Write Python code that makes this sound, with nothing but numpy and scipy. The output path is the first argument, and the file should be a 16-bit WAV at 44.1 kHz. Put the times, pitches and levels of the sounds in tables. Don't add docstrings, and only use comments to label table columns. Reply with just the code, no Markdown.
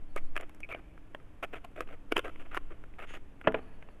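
import sys
import numpy as np
from scipy import signal
from scipy.fft import rfft, irfft
from scipy.io import wavfile

SR = 44100
rng = np.random.default_rng(int(sys.argv[2]) if len(sys.argv) > 2 else 0)


def inscribe(sig):
    pcm = np.round(np.clip(np.atleast_2d(sig).T, -1, 1) * 32767)
    wavfile.write(sys.argv[1], SR, pcm.astype(np.int16))


N = 176400
T = np.arange(N) / SR
LEAD_S = .02
GRAINS_PER_S = 1500


def from_db(db):
    return 10 ** (np.asarray(db) / 20)


def rms_one(x):
    return x / np.sqrt(np.mean(x ** 2) + 1e-20)


def add(out, start_s, x):
    i = max(int(start_s * SR), 0)
    out[i:i + len(x)] += x[:max(N - i, 0)]


def at_hz(points, hz):
    points_hz, points_db = np.transpose(points)
    return np.interp(np.log(hz), np.log(points_hz), points_db)


def colour(x, curve_db):
    size = 4096
    hz = np.maximum(np.arange(size // 2 + 1) * SR / size, 1)
    cepstrum = irfft(np.log(from_db(curve_db(hz))))
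    cepstrum[1:size // 2] *= 2
    cepstrum[size // 2 + 1:] = 0
    return signal.fftconvolve(x, irfft(np.exp(rfft(cepstrum))))[:len(x)]


def bandpass(x, low_hz, high_hz):
    return signal.sosfilt(signal.butter(2, [low_hz, high_hz], "band", fs=SR, output="sos"), x)


def resonate(x, hz, width_hz):
    b, a = signal.iirpeak(hz, hz / width_hz, fs=SR)
    return rms_one(signal.lfilter(b, a, signal.lfilter(b, a, x)))


def drift(per_s, size=N):
    return np.interp(np.arange(size) * per_s / SR, np.arange(2000), rng.standard_normal(2000))


def grains(per_s, size):
    impulses = (rng.random(size) < per_s / SR) * rng.choice([-1, 1], size)
    strength_db = 3 * np.minimum(rng.exponential(1, size), 4)
    return rms_one(impulses * from_db(strength_db))


def air():
    # frequency in Hz, relative gain in dB.
    spectrum = [(20, -5), (40, -5.5), (160, -16.5), (500, -24), (1000, -29), (3000, -35.5), (4500, -32.5),
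                (16000, -32)]
    # time in seconds, relative level in dB.
    swings = [(0, -30.5), (.22, -30.5), (.6, -47.5), (1.35, -47), (2.2, -39), (2.7, -34), (2.9, -45.5)]
    floor = colour(rng.standard_normal(N + SR), lambda hz: at_hz(spectrum, hz))[SR:]
    sway = bandpass(rng.standard_normal(N + SR), low_hz=4.98, high_hz=11.36)[SR:]
    sway_db = 1.5 + np.interp(T, *np.transpose(swings))
    return from_db(-22.5) * floor + from_db(sway_db) * rms_one(sway)


def bees(level_db=-69, swing_db=4, db_per_octave=-30):
    out = np.zeros(N)
    for wingbeat_hz in 277.6, 290, 304:
        wander = .028 * (drift(per_s=4.6) + .37 * drift(per_s=41.57))
        phase = 2 * np.pi * np.cumsum(wingbeat_hz * (1 + wander)) / SR
        buzz = sum(from_db(db_per_octave * np.log2(k)) * np.sin(k * phase) for k in range(1, 9))
        out += from_db(level_db + swing_db * drift(per_s=2.095)) * rms_one(buzz)
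    return out


def birds(sigma_s=.018):
    # centre in seconds, level in dB.
    chirps = [(.115, -60), (0.211, -64), (.27, -56), (3.63, -57), (3.68, -61), (3.75, -60), (3.91, -61.5)]
    envelope = sum(from_db(db) * np.exp(-.5 * ((T - at_s) / sigma_s) ** 2) for at_s, db in chirps)
    low_band = resonate(rng.standard_normal(N), hz=4420, width_hz=420)
    high_band = resonate(rng.standard_normal(N), hz=10700, width_hz=420)
    return envelope * (low_band + from_db(-1) * high_band)


def wax(x, length_s, bass_db, treble_db, flake_hz=1000, flake_db=0):
    # frequency in Hz, gain in dB.
    body = [(40, -13), (150, -18), (340, 2.5), (650, 3), (900, -4), (1300, 3.5), (2700, -4), (5000, -8.5),
            (16000, -4)]
    cells_per_octave, flake_octaves = 6.952, .22
    cells_db = 3 * rng.standard_normal(256)

    def curve_db(hz):
        tilt_db = np.interp(hz, [450, 900, 3000, 5000], [bass_db, 0, 0, treble_db])
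        hollow_db = np.interp(cells_per_octave * np.log2(1 + hz / 400), np.arange(256), cells_db)
        ring_db = flake_db / (1 + (np.log2(hz / flake_hz) / flake_octaves) ** 2)
        return at_hz(body, hz) + tilt_db + hollow_db + ring_db

    rung = colour(x, curve_db)
    lows = signal.sosfilt(signal.butter(4, 3000, fs=SR, output="sos"), rung)
    return rung / np.sqrt(np.sum(lows ** 2) / (length_s * SR) + 1e-20)


def crack(build_ms, decay_ms, bass_db, treble_db, flake_hz=1000, flake_db=0):
    crackle_db, crackle_ms = -20, 6.2
    ms = np.arange(-int(LEAD_S * SR), int(.08 * SR)) * 1000 / SR
    burst = np.exp(-abs(ms) / np.where(ms < 0, build_ms, decay_ms))
    crackle = from_db(crackle_db) * np.exp(-abs(ms) / crackle_ms)
    impulses = grains(SR / 2, len(ms)) * (burst + crackle)
    impulses[ms == 0] = 9.9
    return wax(impulses, .005, bass_db, treble_db, flake_hz, flake_db)


def snaps():
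    # time in seconds, level in dB, build-up in ms, decay in ms,
    # flake pitch in Hz, flake ring in dB, treble in dB.
    breaks = [(0.1627, -29.5, 0.21, 2.2, 562, 11, 10), (.1650, -30, 0.61, 3.3, 1186, 22, -11),
              (0.179, -30.5, 12, 6.8, 2310, 12.5, 3.5), (.3650, -24.5, 0.099, 3.5, 2260, 10.5, -2.5),
              (0.377, -28.5, 0.18, 1.05, 2150, 6.5, -3), (0.7482, -32, 0.91, 0.56, 613, 8, -13),
              (1.1484, -32.5, 0.058, 2.1, 960, 4.5, -7), (1.6484, -37, 3.1, 2.7, 1250, 5, 1),
              (1.78, -36, 0.49, 6, 594, 11, -17), (1.8068, -25.5, 0.12, 3.6, 1030, 3, 0.5),
              (2.1231, -18, 2.1, 1.6, 433, 5, -1.5), (2.1677, -17, 2.2, 2.9, 2940, 11, -5),
              (2.1666, -22, 1.7, 0.73, 406, 14, 2), (2.1785, -28, 0.93, 3.5, 2620, 14, 8),
              (2.1808, -23, 1.3, 2.2, 367, 10, 5), (2.1932, -25, 0.93, 1.8, 550, 1, 0),
              (2.2488, -32.5, 4.1, 6.3, 507, 1, -4), (2.5467, -29, .1, 2.9, 1370, 13.5, 5),
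              (2.5742, -23, 2.6, 2.7, 1110, 10, -2.5)]
    # time in seconds, level in dB, treble in dB.
    ticks = [(0.3573, -38, 0), (0.401, -39, -7), (0.411, -41, 8), (0.495, -48.5, 4), (.548, -56.5, 18),
             (.605, -48.5, 12), (.978, -48, -17), (1.201, -53, -17), (1.89, -44, -7), (2.36, -45, -22),
             (2.569, -31, -9), (2.8396, -44.5, -3), (2.939, -53.5, -10), (3.108, -44, -3),
             (3.414, -40.5, -4.5), (3.5224, -39.5, -2.5), (3.888, -47.5, -24), (3.826, -44, -9)]
    out = np.zeros(N)
    for at_s, db, build_ms, decay_ms, flake_hz, flake_db, treble_db in breaks:
        bass_db = 5 * np.log2(1000 / flake_hz)
        snap = crack(build_ms, decay_ms, bass_db, treble_db, flake_hz, flake_db)
        add(out, at_s - LEAD_S, from_db(db) * snap)
    for at_s, db, treble_db in ticks:
        tick = crack(build_ms=1.3, decay_ms=2.6, bass_db=0, treble_db=treble_db)
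        add(out, at_s - LEAD_S, from_db(db) * tick)
    return out


def crumbles(attack_s=.0028, release_s=.013, lump_db=2, stray_db=-69):
    # start in seconds, length in seconds, level in dB, bass in dB,
    # treble in dB.
    squeezes = [(0.394, 0.048, -44.5, 6.5, -8), (0.689, 0.045, -40.5, 0, -1.5),
                (0.754, 0.043, -50.5, 8, -2), (1.4251, 0.024, -32.5, -2.5, -0.5),
                (1.526, 0.023, -37.5, 4.5, -3.5), (1.551, 0.031, -43, 1.5, -2.5),
                (1.757, 0.076, -45, 7.5, -0.5), (1.868, 0.085, -48.5, 10, 0.5),
                (2.173, 0.025, -34, -8, -13), (2.244, 0.053, -39, 7, -2), (2.394, 0.031, -47, 7, 2),
                (2.449, 0.024, -50.5, 9, -6), (2.51, 0.051, -45, -1.5, -6), (2.551, 0.012, -38.5, -28, 2),
                (2.702, 0.042, -46.5, 10, -6), (2.984, 0.044, -41.5, -0.5, -3),
                (3.023, 0.025, -42.5, -1, -3.5), (3.135, 0.041, -44, 1.5, 0.5),
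                (3.44, 0.031, -41.5, 12, -39), (3.559, 0.039, -42.5, 12, -6)]
    flakes_hz = [710, 1250, 2150, 2650]
    strays = grains(per_s=72, size=N)
    out = from_db(stray_db) * wax(strays, N / SR, bass_db=17, treble_db=12.5)
    t = T[:SR // 5]
    for start_s, length_s, db, bass_db, treble_db in squeezes:
        push = np.clip(t / attack_s, 0, 1) * np.clip((length_s - t) / release_s + .5, 0, 1)
        push *= from_db(lump_db * drift(per_s=151, size=len(t)))
        for hz in flakes_hz:
            shower = grains(GRAINS_PER_S / len(flakes_hz), len(t)) * push
            crumbs = wax(shower, length_s / len(flakes_hz), bass_db, treble_db, hz, flake_db=8.5)
            add(out, start_s, from_db(db) * crumbs)
    return out


def creaks(slips_per_s=170, attack_s=.0025, t60_s=.012):
    # start in seconds, length in seconds, pitch in Hz, level in dB.
    runs = [(0.63, 0.028, 2465, -37.5), (.714, 0.024, 2420, -37), (.736, 0.024, 2300, -39),
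            (1.433, 0.016, 1440, -38.5), (1.427, 0.033, 690, -39)]
    spread_db, detune_octaves, sag_octaves = .5, .04, .054
    out, t = np.zeros(N), T[:SR // 10]
    for start_s, length_s, hz, db in runs:
        slips_s = (np.arange(16) + rng.uniform(0, .5, 16)) / slips_per_s
        creak = np.zeros(len(t))
        for slip_s, (force, detune) in zip(slips_s, rng.standard_normal((16, 2))):
            age_s = np.maximum(t - slip_s, 0)
            progress = slip_s / length_s
            pitch_hz = hz * 2 ** (detune_octaves * detune - sag_octaves * progress)
            envelope = np.minimum(age_s / attack_s, 1) * from_db(spread_db * force - 60 * age_s / t60_s)
            creak += max(1 - progress, 0) * envelope * np.sin(2 * np.pi * pitch_hz * age_s)
        add(out, start_s, from_db(db) * rms_one(creak) * np.sqrt(length_s * SR / len(t)))
    return out


def slide():
    # time in seconds, level in dB.
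    stroke = [(3.051, -71), (3.079, -44.5), (3.125, -43.5), (3.15, -39.5), (3.2, -71)]
    # centre in Hz, width in Hz, relative level in dB.
    rings = [(2430, 3400, 5), (6600, 710, 4), (9300, 1000, -0.5)]
    friction = grains(GRAINS_PER_S, N)
    hiss = rms_one(sum(from_db(db) * resonate(friction, hz, width_hz) for hz, width_hz, db in rings))
    times_s, levels_db = np.transpose(stroke)
    touching = (T > times_s[0]) & (T < times_s[-1])
    return hiss * from_db(np.interp(T, times_s, levels_db)) * touching


def knocks(chatter_ms=5.2, rattle_db=-36, rattle_t60_s=.23):
    # start in seconds, ring in dB, clatter in dB.
    contacts = [(3.4726, -19.5, -12), (3.479, -33, -26), (3.544, -28, -21)]
    # frequency in Hz, relative level in dB, T60 in seconds.
    modes = [(200, -14.5, 0.21), (256, -9.5, 0.29), (330, -17, 0.13), (435, 1, 0.12), (645, -3.5, 0.11),
             (853, -5.5, 0.08), (1010, -4, 0.064), (1405, -7, 0.082), (1720, 4.5, 0.031)]
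    # frequency in Hz, relative gain in dB.
    spectrum = [(100, -13), (550, 1), (1000, -7.5), (2700, -8), (6000, -34)]
    out, t = np.zeros(N), T[:SR // 2]
    for start_s, ring_db, clatter_db in contacts:
        for k, (hz, db, t60_s) in enumerate(modes):
            envelope = from_db(ring_db + db + rng.normal(0, 1) - 60 * t / t60_s)
            add(out, start_s, (-1) ** k * envelope * np.sin(2 * np.pi * hz * t))
        chatter = grains(SR / 2, len(t)) * np.exp(-1000 * t / chatter_ms)
        chatter[0] = 3.9
        clatter = rms_one(colour(chatter, lambda hz: at_hz(spectrum, hz)))
        clatter *= np.sqrt(.005 * SR / len(t))
        add(out, start_s, from_db(clatter_db) * clatter)
        rattle = rms_one(bandpass(grains(GRAINS_PER_S, len(t)), low_hz=270, high_hz=900))
        add(out, start_s, from_db(rattle_db - 60 * t / rattle_t60_s) * rattle)
    return out


def garden(x, near_t60_s=.047, far_t60_s=1.9):
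    # frequency in Hz, relative gain in dB.
    spectrum = [(60, 18.5), (250, -6.5), (600, -10.5), (5000, -6.5), (16000, -3)]
    echo, t = np.zeros(SR), T[:SR]
    for t60_s in near_t60_s, far_t60_s:
        tail = rng.standard_normal(SR) * from_db(-60 * t / t60_s) * (t > .004)
        echo += from_db(-17.5) * rms_one(tail) / np.sqrt(SR)
    return colour(signal.fftconvolve(x, echo)[:N], lambda hz: at_hz(spectrum, hz))


def scene():
    handling = snaps() + crumbles() + creaks() + slide() + knocks()
    return (handling + garden(handling) + bees() + birds() + air())[None]


def record(dry):
    # frequency in Hz, gain in dB.
    response = [(20, 0), (2700, -6), (3200, -9.5), (3600, -15), (4100, -23.5), (10500, -25.5), (13000, -29),
                (16000, -47)]
    stopband_hz = 16640
    heard = colour(dry[0], lambda hz: at_hz(response, hz))
    return signal.sosfilt(signal.cheby2(12, 60, stopband_hz, fs=SR, output="sos"), heard)[None]


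dry = scene()
out = record(dry)
inscribe(out)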